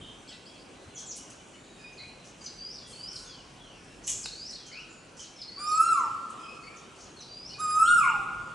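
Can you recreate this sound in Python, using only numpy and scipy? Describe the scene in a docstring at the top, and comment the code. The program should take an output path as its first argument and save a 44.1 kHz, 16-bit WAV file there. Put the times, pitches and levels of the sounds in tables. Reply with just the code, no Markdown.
"""Among trees and walls outside a distant town: a koel on a near branch gives two rising calls that drop at
the end, a gliding whistle with weak overtones. Walls and trees throw them back as a long decaying noise tail.
Further off, small birds whistle and chirp (gliding sines) and rasp (noise in a resonance), over a far chorus.
A twig ticks close by. The town hums as banded noise with a far engine's rumble; puffs of wind, low resonant
noise, reach the microphone."""
import sys
import numpy as np
from scipy import signal
from scipy.io import wavfile

SR = 44100
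rng = np.random.default_rng(int(sys.argv[2]) if len(sys.argv) > 2 else 0)


def wrap_up_sound(samples):
    """Save the sound to the file named by the first command line argument, as 16-bit audio."""
    columns = np.atleast_2d(samples).T
    # keep every value between -1 and 1, then stretch to whole-number steps
    tamed = np.clip(columns, -1, 1)
    steps = np.round(tamed * 32767).astype(np.int16)
    wavfile.write(sys.argv[1], SR, steps)


N = 376613


def amp(db):
    """Decibels to gain."""
    return 10 ** (np.asarray(db) / 20)


def rms_one(x):
    """Scales to unit rms."""
    return x / np.sqrt(np.mean(x ** 2) + 1e-20)


def at_hz(points, hz, axis=1):
    """Reads a table column on a log-frequency axis."""
    points = np.array(points)
    return np.interp(np.log(hz), np.log(points[:, 0]), points[:, axis])


def in_time(rows):
    """Reads a level curve at every sample."""
    return np.interp(np.arange(N) / SR, *np.transpose(rows))


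def resonance(x, hz, width_hz):
    """Two-pole resonance around hz; a narrower width rings longer."""
    radius = np.exp(-np.pi * width_hz / SR)
    poles = [1, -2 * radius * np.cos(2 * np.pi * hz / SR), radius * radius]
    return signal.lfilter([1, 0, -1], poles, x)


def drift(rate_hz, size=N):
    """Random wandering of unit rms: noise kept below rate_hz, after a second to settle."""
    lowpass = signal.butter(2, rate_hz, fs=SR, output="sos")
    return rms_one(signal.sosfilt(lowpass, rng.standard_normal(size + SR))[SR:])


def add(out, start_s, sound, pan_db=0):
    """Mixes a sound in at a time, with the left louder than the right by pan_db."""
    i = max(round(start_s * SR), 0)
    sound = sound[:N - i]
    out[:, i:i + len(sound)] += sound * amp([[pan_db / 2], [-pan_db / 2]])


def bands():
    """Half-octave band filters with their centres."""
    edges = 25 * 2 ** np.arange(0, 9.1, .5)
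    return [(signal.butter(2, [low, high], "band", fs=SR, output="sos"), np.sqrt(low * high))
            for low, high in zip(edges, edges[1:])]


def stereo(pair, side_db):
    """Mid and side noise to left and right."""
    mid, side = pair[0], amp(side_db) * pair[1]
    return np.array([mid + side, mid - side])


def sung(rows):
    """Phase of a pitch curve, and its level columns as sine amplitudes with soft ends."""
    s, hz, *levels = np.transpose(rows)
    t = np.arange(s[0], s[-1], 1 / SR)
    ends = np.clip(np.minimum(t - s[0], s[-1] - t) / 0.0068, 0, 1)
    phase = np.cumsum(2 * np.pi * np.interp(t, s, hz) / SR)
    return phase, [np.sqrt(2) * ends * amp(np.interp(t, s, level)) for level in levels]


# colour of the far hum: (frequency [Hz], relative density [dB per Hz])
TOWN_COLOUR = [(15, -47), (25, -25), (64, -6), (131, -1), (274, 1), (651, -5), (819, -8), (1470, -10.5),
               (1950, -21), (2390, -6.5), (3500, -22.5), (6960, -18), (11000, -28), (14300, -61),
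               (22000, -120)]
# loudness of the hum before a 2 dB lift: (time [s], level [dB])
TOWN_LEVEL = [(0.0, -53.5), (5.35, -55), (5.9, -51.5), (7.42, -54), (8.54, -52)]
# stereo width of the hum: (frequency [Hz], side against mid [dB])
TOWN_SIDE = [(40, -15), (190, -14), (600, -5.5), (1100, -4), (3400, -7), (6100, -10.5), (10900, -2.5)]
# far engine, before a 1.5 dB lift: (time [s], level of its low band [dB])
RUMBLE = [(0.0, -54), (0.3, -74.5), (4.2, -63.5), (4.9, -71.5), (6.8, -74), (7.92, -57.5), (8.54, -60)]
RUMBLE_HZ, RUMBLE_WIDTH_HZ = 44, 5.5
RUMBLE_HIGH_HZ, RUMBLE_HIGH_WIDTH_HZ, RUMBLE_HIGH_DB = 130, 64, 4   # level against the low band


def town():
    """Distant traffic and leaves: smooth noise, slightly patchy, with a far engine's low rumble."""
    hum, white = 0, rng.standard_normal((2, 2, N))
    together = drift(1.0)
    for k, (sos, hz) in enumerate(bands()):
        gain = amp(at_hz(TOWN_COLOUR, hz) + .5 * together + 1.47 * drift(9.9))
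        # alternate noises keep neighbouring bands independent
        hum = hum + gain * stereo(signal.sosfilt(sos, white[k % 2]), at_hz(TOWN_SIDE, hz))
    low = resonance(rng.standard_normal((2, N)), RUMBLE_HZ, RUMBLE_WIDTH_HZ)
    high = resonance(rng.standard_normal((2, N)), RUMBLE_HIGH_HZ, RUMBLE_HIGH_WIDTH_HZ)
    rumble = rms_one(stereo(low, -19)) + amp(RUMBLE_HIGH_DB) * rms_one(stereo(high, -18.0))
    return amp(in_time(TOWN_LEVEL) + 2.0) * rms_one(hum) + amp(in_time(RUMBLE) + 1.5) * rumble


# wind on the microphone, before a 4 dB lift: (middle of the puff [s], peak level [dB])
PUFFS = [(0.876, -44.5), (2.032, -49), (2.897, -52), (4.146, -51)]


def wind():
    """Short low puffs at the microphone: a few lumpy pressure swings."""
    out, t = np.zeros((2, N)), np.arange(round(.08 * SR)) / SR
    for middle, peak_db in PUFFS:
        swings = resonance(rng.standard_normal(2 * len(t)), 90, 48)[len(t):]
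        puff = swings * np.sin(np.pi * t / t[-1]) ** 2
        add(out, middle - .03, amp(peak_db + 4) * puff / abs(puff).max())   # roughly centred
    return out


CHORUS_PER_S, CHORUS_LOW_HZ, CHORUS_HIGH_HZ = 70, 1500, 7500   # calls per second, range of middle pitch
CHORUS_DB = -70   # peak of the faintest call


def chorus():
    """Many faint random glides from far trees."""
    out = np.zeros((2, N))
    for when, pitch, bend, long, loud in rng.random((round(CHORUS_PER_S * N / SR), 5)):
        u = np.linspace(-1, 1, round((0.0231 + 0.21 * long) * SR))
        middle_hz = CHORUS_LOW_HZ * (CHORUS_HIGH_HZ / CHORUS_LOW_HZ) ** pitch
        hz = middle_hz * (1 + .4 * (bend - .6) * u)
        call = (1 - u ** 2) * np.sin(np.cumsum(2 * np.pi * hz / SR))
        add(out, when * N / SR, amp(CHORUS_DB + 4.8 * loud) * call)
    return out


# rising song of a small bird: (top of the rise [s], slow lead-in [s], start pitch [Hz], level [dB])
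SONG = [(2.74, .12, 4560, -46), (3.114, 0.14, 4285, -47.5), (4.492, 0.13, 4220, -46),
        (5.7, 0.18, 4255, -46.5), (7.49, 0.16, 4615, -49)]
# shape shared by all songs after the lead-in: (time from the top [s], pitch [Hz], against the level [dB])
SONG_END = [(-.05, 4995, -2.5), (-.022, 5480, 1), (0.0, 6170, -10.5), (0.026, 4164, 2.5)]
SONG_START_DB = -6   # against the level
# pure chirps and whistles in the trees:
# (time [s], length [s], start pitch [Hz], end pitch [Hz], level [dB], left against right [dB])
NOTES = [ (0.185, 0.011, 6400, 5870, -63, -4), (0.276, 0.015, 4250, 5360, -54.5, 0),
         (0.276, 0.029, 7500, 7700, -62, 0), (0.286, 0.05, 3430, 2510, -57, 0),
         (0.456, 0.024, 4320, 5560, -57, 0), (0.459, 0.068, 3300, 3300, -64, 0),
         (.56, 0.052, 4200, 5070, -62.5, 0), (0.683, 0.48, 4000, 4270, -74.5, -2),
         (0.948, 0.024, 7100, 5440, -47.5, 0), (1.062, 0.062, 7670, 5480, -46.5, -2),
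         (1.387, 0.019, 2930, 3000, -65, -3), (1.41, 0.029, 2370, 2640, -65, 0),
         (1.534, 0.015, 2870, 3010, -61, 0), (1.554, 0.03, 2110, 2490, -64, 0),
         (1.486, 0.21, 7100, 7050, -72, -2), (1.6, 0.32, 3910, 3690, -71.5, 0),
         (1.925, 0.017, 6370, 6000, -64, -2), (1.95, 0.2, 2480, 2415, -66, 0),
         (1.975, 0.03, 4650, 4150, -56.5, 0), (1.984, 0.059, 4064, 4090, -53, -3),
         (2.409, 0.025, 4980, 4450, -57, 0), (2.445, 0.02, 6000, 6090, -48.5, 0),
         (2.79, 0.23, 3530, 2950, -64.5, -2), (3.03, 0.16, 2950, 3170, -66, -2),
         (3.245, 0.17, 3610, 2840, -62.5, 0), (3.248, 0.032, 6340, 6500, -57.5, 0),
         (3.295, 0.032, 5080, 4070, -53, -2), (3.583, 0.22, 3520, 2440, -64, -4),
         (3.74, 0.1, 5800, 5600, -74, 0), (3.86, 0.022, 5640, 4950, -66, -2),
         (3.9, 0.023, 2840, 2630, -61.5, -3), (4.229, 0.037, 5640, 3670, -45.5, 0),
         (4.528, 0.015, 4040, 4470, -47.5, -3), (4.567, 0.18, 3470, 2930, -64.5, -2),
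         (4.722, 0.025, 5130, 3980, -51.5, -4), (4.887, 0.093, 7100, 6950, -66, -3),
         (5.361, 0.07, 5440, 5060, -55, 0), (5.375, 0.025, 4650, 3080, -62, 0),
         (5.71, 0.051, 4360, 4350, -52.5, 0), (6.415, 0.039, 3270, 3100, -62.5, 6),
         (6.625, 0.026, 4520, 4440, -54.5, 0), (6.636, 0.1, 2132, 2485, -57, 8),
         (6.76, 0.02, 7700, 5300, -57.5, -3), (7.056, 0.02, 4660, 4030, -66, -6),
         (7.165, 0.025, 4440, 4040, -58.5, 2), (7.187, 0.06, 4070, 3980, -55.5, -3),
         (7.205, 0.029, 6270, 4000, -53, 0), (7.494, 0.03, 4380, 4470, -53, 3),
         (7.503, 0.021, 2800, 3120, -57, 4), (7.856, 0.034, 3000, 3780, -46, 8),
         (8.002, 0.05, 2660, 2110, -40.5, -5), (8.048, 0.046, 2120, 2876, -42, 0), ]
# quick falling chips: (time [s], start pitch [Hz], level [dB])
CHIPS = [(0.323, 4830, -54.5), (1.12, 5280, -53), (2.462, 5230, -43.5), (2.782, 5480, -49),
         (3.157, 5650, -43), (4.552, 5350, -45.5), (5.238, 5160, -56), (5.416, 5400, -44.5),
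         (7.531, 5470, -47.5)]
CHIP_S, CHIP_FALL = 0.011, .3   # length, share of the pitch lost
# reedy calls of a lower voice, same columns as the pure notes:
# (time [s], length [s], start pitch [Hz], end pitch [Hz], level [dB], left against right [dB])
REEDY = [(1.782, 0.12, 2516, 2450, -56, 2), (1.991, 0.061, 2040, 2450, -58, -2),
         (4.715, .095, 2106, 2945, -51.5, 4), (6.4, 0.135, 2500, 2560, -54, 3),
         (7.539, 0.047, 2417, 2580, -55, 2)]
REEDY_OCTAVE_DB, PURE_OCTAVE_DB = -9.5, -41   # second partial against the first
WARBLE = 0.017   # share by which a small bird's pitch trembles
# harsh rasping chirps, level before the swell and fade:
# (time [s], length [s], centre [Hz], width of each resonance [Hz], level [dB], share spent rising [0-1])
RASPS = [ (0.28, 0.068, 4620, 2000, -56, 0.28), (0.969, 0.074, 6170, 1690, -50.5, 0.13),
         (1.149, 0.036, 6940, 6000, -42, 1), (1.298, 0.015, 6850, 4930, -50.5, .3),
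         (2.229, 0.076, 6000, 2500, -55, 0.48), (2.4, 0.064, 6570, 1940, -52, 0.56),
         (2.864, 0.2, 7400, 5070, -58.5, 0.093), (3.102, 0.18, 7400, 5000, -57, 0.34),
         (4.024, 0.077, 6200, 1500, -46.5, 0.54), (4.068, 0.065, 6940, 2680, -34, 0.035),
         (4.064, 0.075, 9900, 2000, -48, .05), (4.072, 0.034, 3220, 2000, -42, 0.15),
         (4.132, 0.16, 7040, 2500, -52, 0.23), (4.49, 0.061, 7400, 2500, -58.5, 0.36),
         (4.658, 0.029, 6300, 1980, -51, .1), (5.163, 0.086, 6100, 2270, -44, 0.94),
         (6.295, 0.015, 7450, 4990, -50.5, 0.54), (6.969, 0.13, 5890, 1986, -58.5, 0.24),
         (7.586, 0.013, 8450, 5000, -54, 0.36), ]
RASP_PAN_DB = -1.5
# far calls blurred to a narrow hiss, level before the swell and fade:
# (time [s], length [s], centre [Hz], level [dB], left against right [dB])
BLURRED = [(0.0, 0.16, 3170, -55, 0), (0.0, 0.14, 3480, -60.5, 0), (0.96, 0.065, 3340, -56.5, 0),
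           (1.165, 0.13, 2950, -63.5, 0), (3.043, 0.42, 1400, -64.5, 5), (3.15, 0.64, 1020, -70.5, 7),
           (4.6, 0.7, 1400, -65.5, -2), (5.185, 0.12, 3090, -60.5, -2), (5.564, 0.11, 1370, -55.5, -2),
           (7.552, 0.37, 1440, -58, 0), (8.097, 0.18, 2500, -58, -3)]
BLURRED_WIDTH_HZ, BLURRED_RISE = 280, 0.086   # rise as a share of the length


def small_birds():
    """Songs and notes are gliding sines; rasps are noise in a wide throat resonance, chopped by the syrinx."""
    out = np.zeros((2, N))
    for top, lead, start_hz, level_db in SONG:
        start = top + SONG_END[0][0] - lead
        rows = [(start, start_hz, level_db + SONG_START_DB)]
        rows += [(top + s, hz, level_db + db) for s, hz, db in SONG_END]
        phase, (level,) = sung(rows)
        add(out, start, level * np.sin(phase), -.3)

    tremble = WARBLE * drift(220)
    chips = [(s, CHIP_S, hz, hz * (1 - CHIP_FALL), db, 0) for s, hz, db in CHIPS]
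    pure = list(NOTES) + chips
    for notes, octave_db in ((pure, PURE_OCTAVE_DB), (REEDY, REEDY_OCTAVE_DB)):
        for start, length, start_hz, end_hz, level_db, pan_db in notes:
            u = np.linspace(-1, 1, round(length * SR))
            glide = np.linspace(start_hz, end_hz, len(u))
            hz = glide * (1 + tremble[round(start * SR):][:len(u)])
            phase = np.cumsum(2 * np.pi * hz / SR)
            tone = np.sin(phase) + amp(octave_db) * np.sin(2 * phase)
            envelope = np.sqrt(2) * (1 - u ** 2) ** 0.09
            add(out, start, amp(level_db) * envelope * tone, pan_db)

    air = rng.standard_normal(N) * amp(3.4 * drift(250))   # rough breath
    rasps = [(*row, RASP_PAN_DB) for row in RASPS]
    blurred = [(s, length, hz, BLURRED_WIDTH_HZ, db, BLURRED_RISE, pan_db)
               for s, length, hz, db, pan_db in BLURRED]
    for start, length, centre_hz, width_hz, level_db, rise, pan_db in rasps + blurred:
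        i, u = round(start * SR), np.linspace(0, 1, round(length * SR))
        breath = resonance(air[i:i + len(u)], centre_hz, width_hz)
        breath = resonance(breath, centre_hz, width_hz)
        envelope = np.minimum(u / rise, 1) * (1 - u ** 2)
        add(out, start, amp(level_db) * rms_one(breath) * envelope, pan_db)
    return out


FOLIAGE_DB, FOLIAGE_T60_S = 1.5, .22   # level against the direct sound, time to fall 60 dB


def foliage(x):
    """The crowns around the small birds smear each note: short dense scatter as decaying noise."""
    t = np.arange(round(.4 * SR)) / SR
    tail = stereo(rng.standard_normal((2, len(t))), -13.0) * np.exp(-np.log(1000) * t / FOLIAGE_T60_S)
    tail = tail / np.sqrt(np.sum(tail ** 2) / 2)
    return amp(FOLIAGE_DB) * signal.fftconvolve(x.mean(axis=0)[None], tail, axes=1)[:, :N]


# time to fall 60 dB: (frequency [Hz], near scatter [s], far tail [s])
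DECAY = [(800, 0.4, 2.04), (1400, 0.56, 1.88), (3000, 0.68, 1.4), (6000, 0.66, 1.17), (10000, 0.098, 0.67)]
# stereo width of the scatter: (frequency [Hz], side against mid [dB])
SCATTER_SIDE = [(600, -10), (1300, -7.5), (3400, -9), (6100, -15.5), (10900, -2)]
NEAR_DB, FAR_DB = -0.5, -4.5   # against the sound sent in
WALL_S, WALL_DB, WALL_T60_S, WALL_DULL_HZ = 0.36, -25, 0.075, 2500   # a distant wall, duller above 2500 Hz


def space(x):
    """Leaves and trunks scatter densely, far walls ring on; the treble dies first."""
    t = np.arange(round(2.2 * SR)) / SR
    tail, white = 0, rng.standard_normal((2, 2, len(t)))
    after_wall = np.maximum(t - WALL_S, 0)
    for k, (sos, hz) in enumerate(bands()[8:]):   # from 400 Hz up
        wall_db = WALL_DB - 10 * np.log10(1 + (hz / WALL_DULL_HZ) ** 2)
        near = (NEAR_DB, at_hz(DECAY, hz), t)
        far = (FAR_DB, at_hz(DECAY, hz, axis=2), t)
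        wall = (wall_db, WALL_T60_S, after_wall)
        energy = 0
        for level_db, t60, since in (near, far, wall):
            rate = 2 * np.log(1000) / t60
            # scaled so that each decay sums to the energy of its level
            energy = energy + amp(2 * level_db) * rate / SR * np.exp(-rate * since) * (since > 0)
        noise = stereo(signal.sosfilt(sos, white[k % 2]), at_hz(SCATTER_SIDE, hz))
        tail = tail + np.sqrt(energy) * noise
    return signal.fftconvolve(x.mean(axis=0)[None], tail, axes=1)[:, :N]


# a twig ticks, before a 4.5 dB cut: (time [s], peak level [dB])
TICK = [(4.258, -20.5)]


def twig():
    """A dry tick close by, full down to the low mids: a click and brief noise in a wide resonance."""
    out, t = np.zeros((2, N)), np.arange(round(.02 * SR)) / SR
    for start, peak_db in TICK:
        crackle = .4 * rng.standard_normal(len(t)) * np.exp(-t / .002)
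        snap = resonance((t == 0) + crackle, 1500, 2600)
        add(out, start, amp(peak_db - 4.5) * snap / abs(snap).max())
    return out


# the near koel, one list per call:
# (time [s], pitch [Hz], level of the whistle, dipping where it beats against its own echoes [dB])
KOEL = [
    [(5.572, 1107, -45.5), (5.6, 1186, -45.5), (5.66, 1217, -33.5), (5.74, 1251, -24.5), (5.808, 1316, -24),
     (5.85, 1361, -30), (5.885, 1368, -22.5), (5.914, 1332, -26.5), (5.964, 1152, -26), (6.02, 980, -39),
     (6.09, 808, -51)],
    [(7.578, 1112, -52), (7.605, 1257, -33), (7.66, 1236, -30), (7.734, 1240, -28.5), (7.775, 1256, -20.5),
     (7.84, 1343, -24.5), (7.892, 1417, -22), (7.93, 1431, -18.5), (7.966, 1397, -23), (8.04, 1111, -26.5),
     (8.1, 914, -40.5), (8.165, 797, -43.5), (8.2, 775, -43)],
]
# the higher the koel pushes its pitch, the brighter the voice:
# (pitch [Hz], second partial [dB], base level of the overtones [dB])
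BRIGHTNESS = [(780, -70, -97), (910, -63.5, -66.5), (1230, -52.5, -56.5), (1255, -54.5, -50.5),
              (1462, -43.5, -45.5)]
# partials 4 to 9 around the overtone level: (level [dB])
HIGH_PARTIALS_DB = (-10, -10.5, -0.4, -7.5, -1.5, -1)
# throat colour of partials 4 to 9: (frequency [Hz], gain [dB])
THROAT = [(4000, -25.5), (5000, 13), (5800, -0.5), (7000, 10.5), (8500, 1.5), (10000, 1), (11000, -5)]
# effort in partials 4 to 9, one value per call, the second pushed harder: (gain [dB])
OVERTONE_EFFORT_DB = (-1.5, 1.5)
OVERTONE_ATTACK_S, THIRD_PARTIAL_DB = 0.022, -9   # third partial against the second
KOEL_HOARSE_DB, KOEL_HOARSE_HZ = 0.5, 300   # partials 4 to 9 are slightly hoarse
WAVER_DB, WAVER_HZ = 4.5, 25   # each overtone from the third up swells and fades on its own


def koel():
    """A nearly pure whistle, and apart from it a weak stack of overtones coloured by the throat."""
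    whistle, overtones = np.zeros((2, 2, N))
    for rows, effort_db in zip(KOEL, OVERTONE_EFFORT_DB):
        start = rows[0][0]
        phase, (main,) = sung(rows)
        waver = WAVER_DB * drift(WAVER_HZ)
        hz = np.gradient(phase) * SR / (2 * np.pi)
        t = np.arange(len(hz)) / SR
        opening = np.sqrt(2) * np.minimum(t / OVERTONE_ATTACK_S, 1) ** 2
        second = opening * amp(at_hz(BRIGHTNESS, hz, axis=1))
        bright = opening * amp(at_hz(BRIGHTNESS, hz, axis=2))
        add(whistle, start, main * np.sin(phase) + second * np.sin(2 * phase), -.4)

        bright = bright * amp(effort_db + KOEL_HOARSE_DB * drift(KOEL_HOARSE_HZ)[:len(phase)])
        stack = 0
        for k, partial_db in enumerate(HIGH_PARTIALS_DB):
            own_waver = waver[k * SR:][:len(hz)]   # a separate second of the drift
            level_db = partial_db + at_hz(THROAT, (k + 4) * hz) + own_waver
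            stack = stack + amp(level_db) * np.sin((k + 4) * phase)
        third = second * amp(THIRD_PARTIAL_DB + waver[-len(hz):]) * np.sin(3 * phase)
        add(overtones, start, bright * stack + third, -.8)
    return whistle, overtones


KOEL_WET_DB, SMALL_WET_DB = 0, 2.5   # whistle and small birds as sent into the space
OVERTONE_WET_DB = -5.5   # the open beak beams the treble forward, so less is scattered; also used for the twig
SMALL_DIRECT_DB = 0   # the small birds heard straight through the leaves
FLUTTER_DB, FLUTTER_HZ = 2.5, 60   # moving air and leaves make far notes ragged


def scene():
    """Background, farther small birds, the space around them and the near koel."""
    (whistle, overtones), tick = koel(), twig()
    far = small_birds() * amp(FLUTTER_DB * drift(FLUTTER_HZ))
    sent = amp(KOEL_WET_DB) * whistle + amp(OVERTONE_WET_DB) * (overtones + tick)
    sent = sent + amp(SMALL_WET_DB) * far + chorus()   # the far chorus is heard only as scatter
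    background = town() + wind()
    direct = whistle + overtones + tick + amp(SMALL_DIRECT_DB) * far
    return background + foliage(far) + space(sent) + direct


def record(dry):
    """A steep elliptic low-pass cuts the top above 11020 Hz."""
    return signal.sosfilt(signal.ellip(12, .3, 75, 11020, fs=SR, output="sos"), dry)


dry = scene()
out = record(dry)
wrap_up_sound(out)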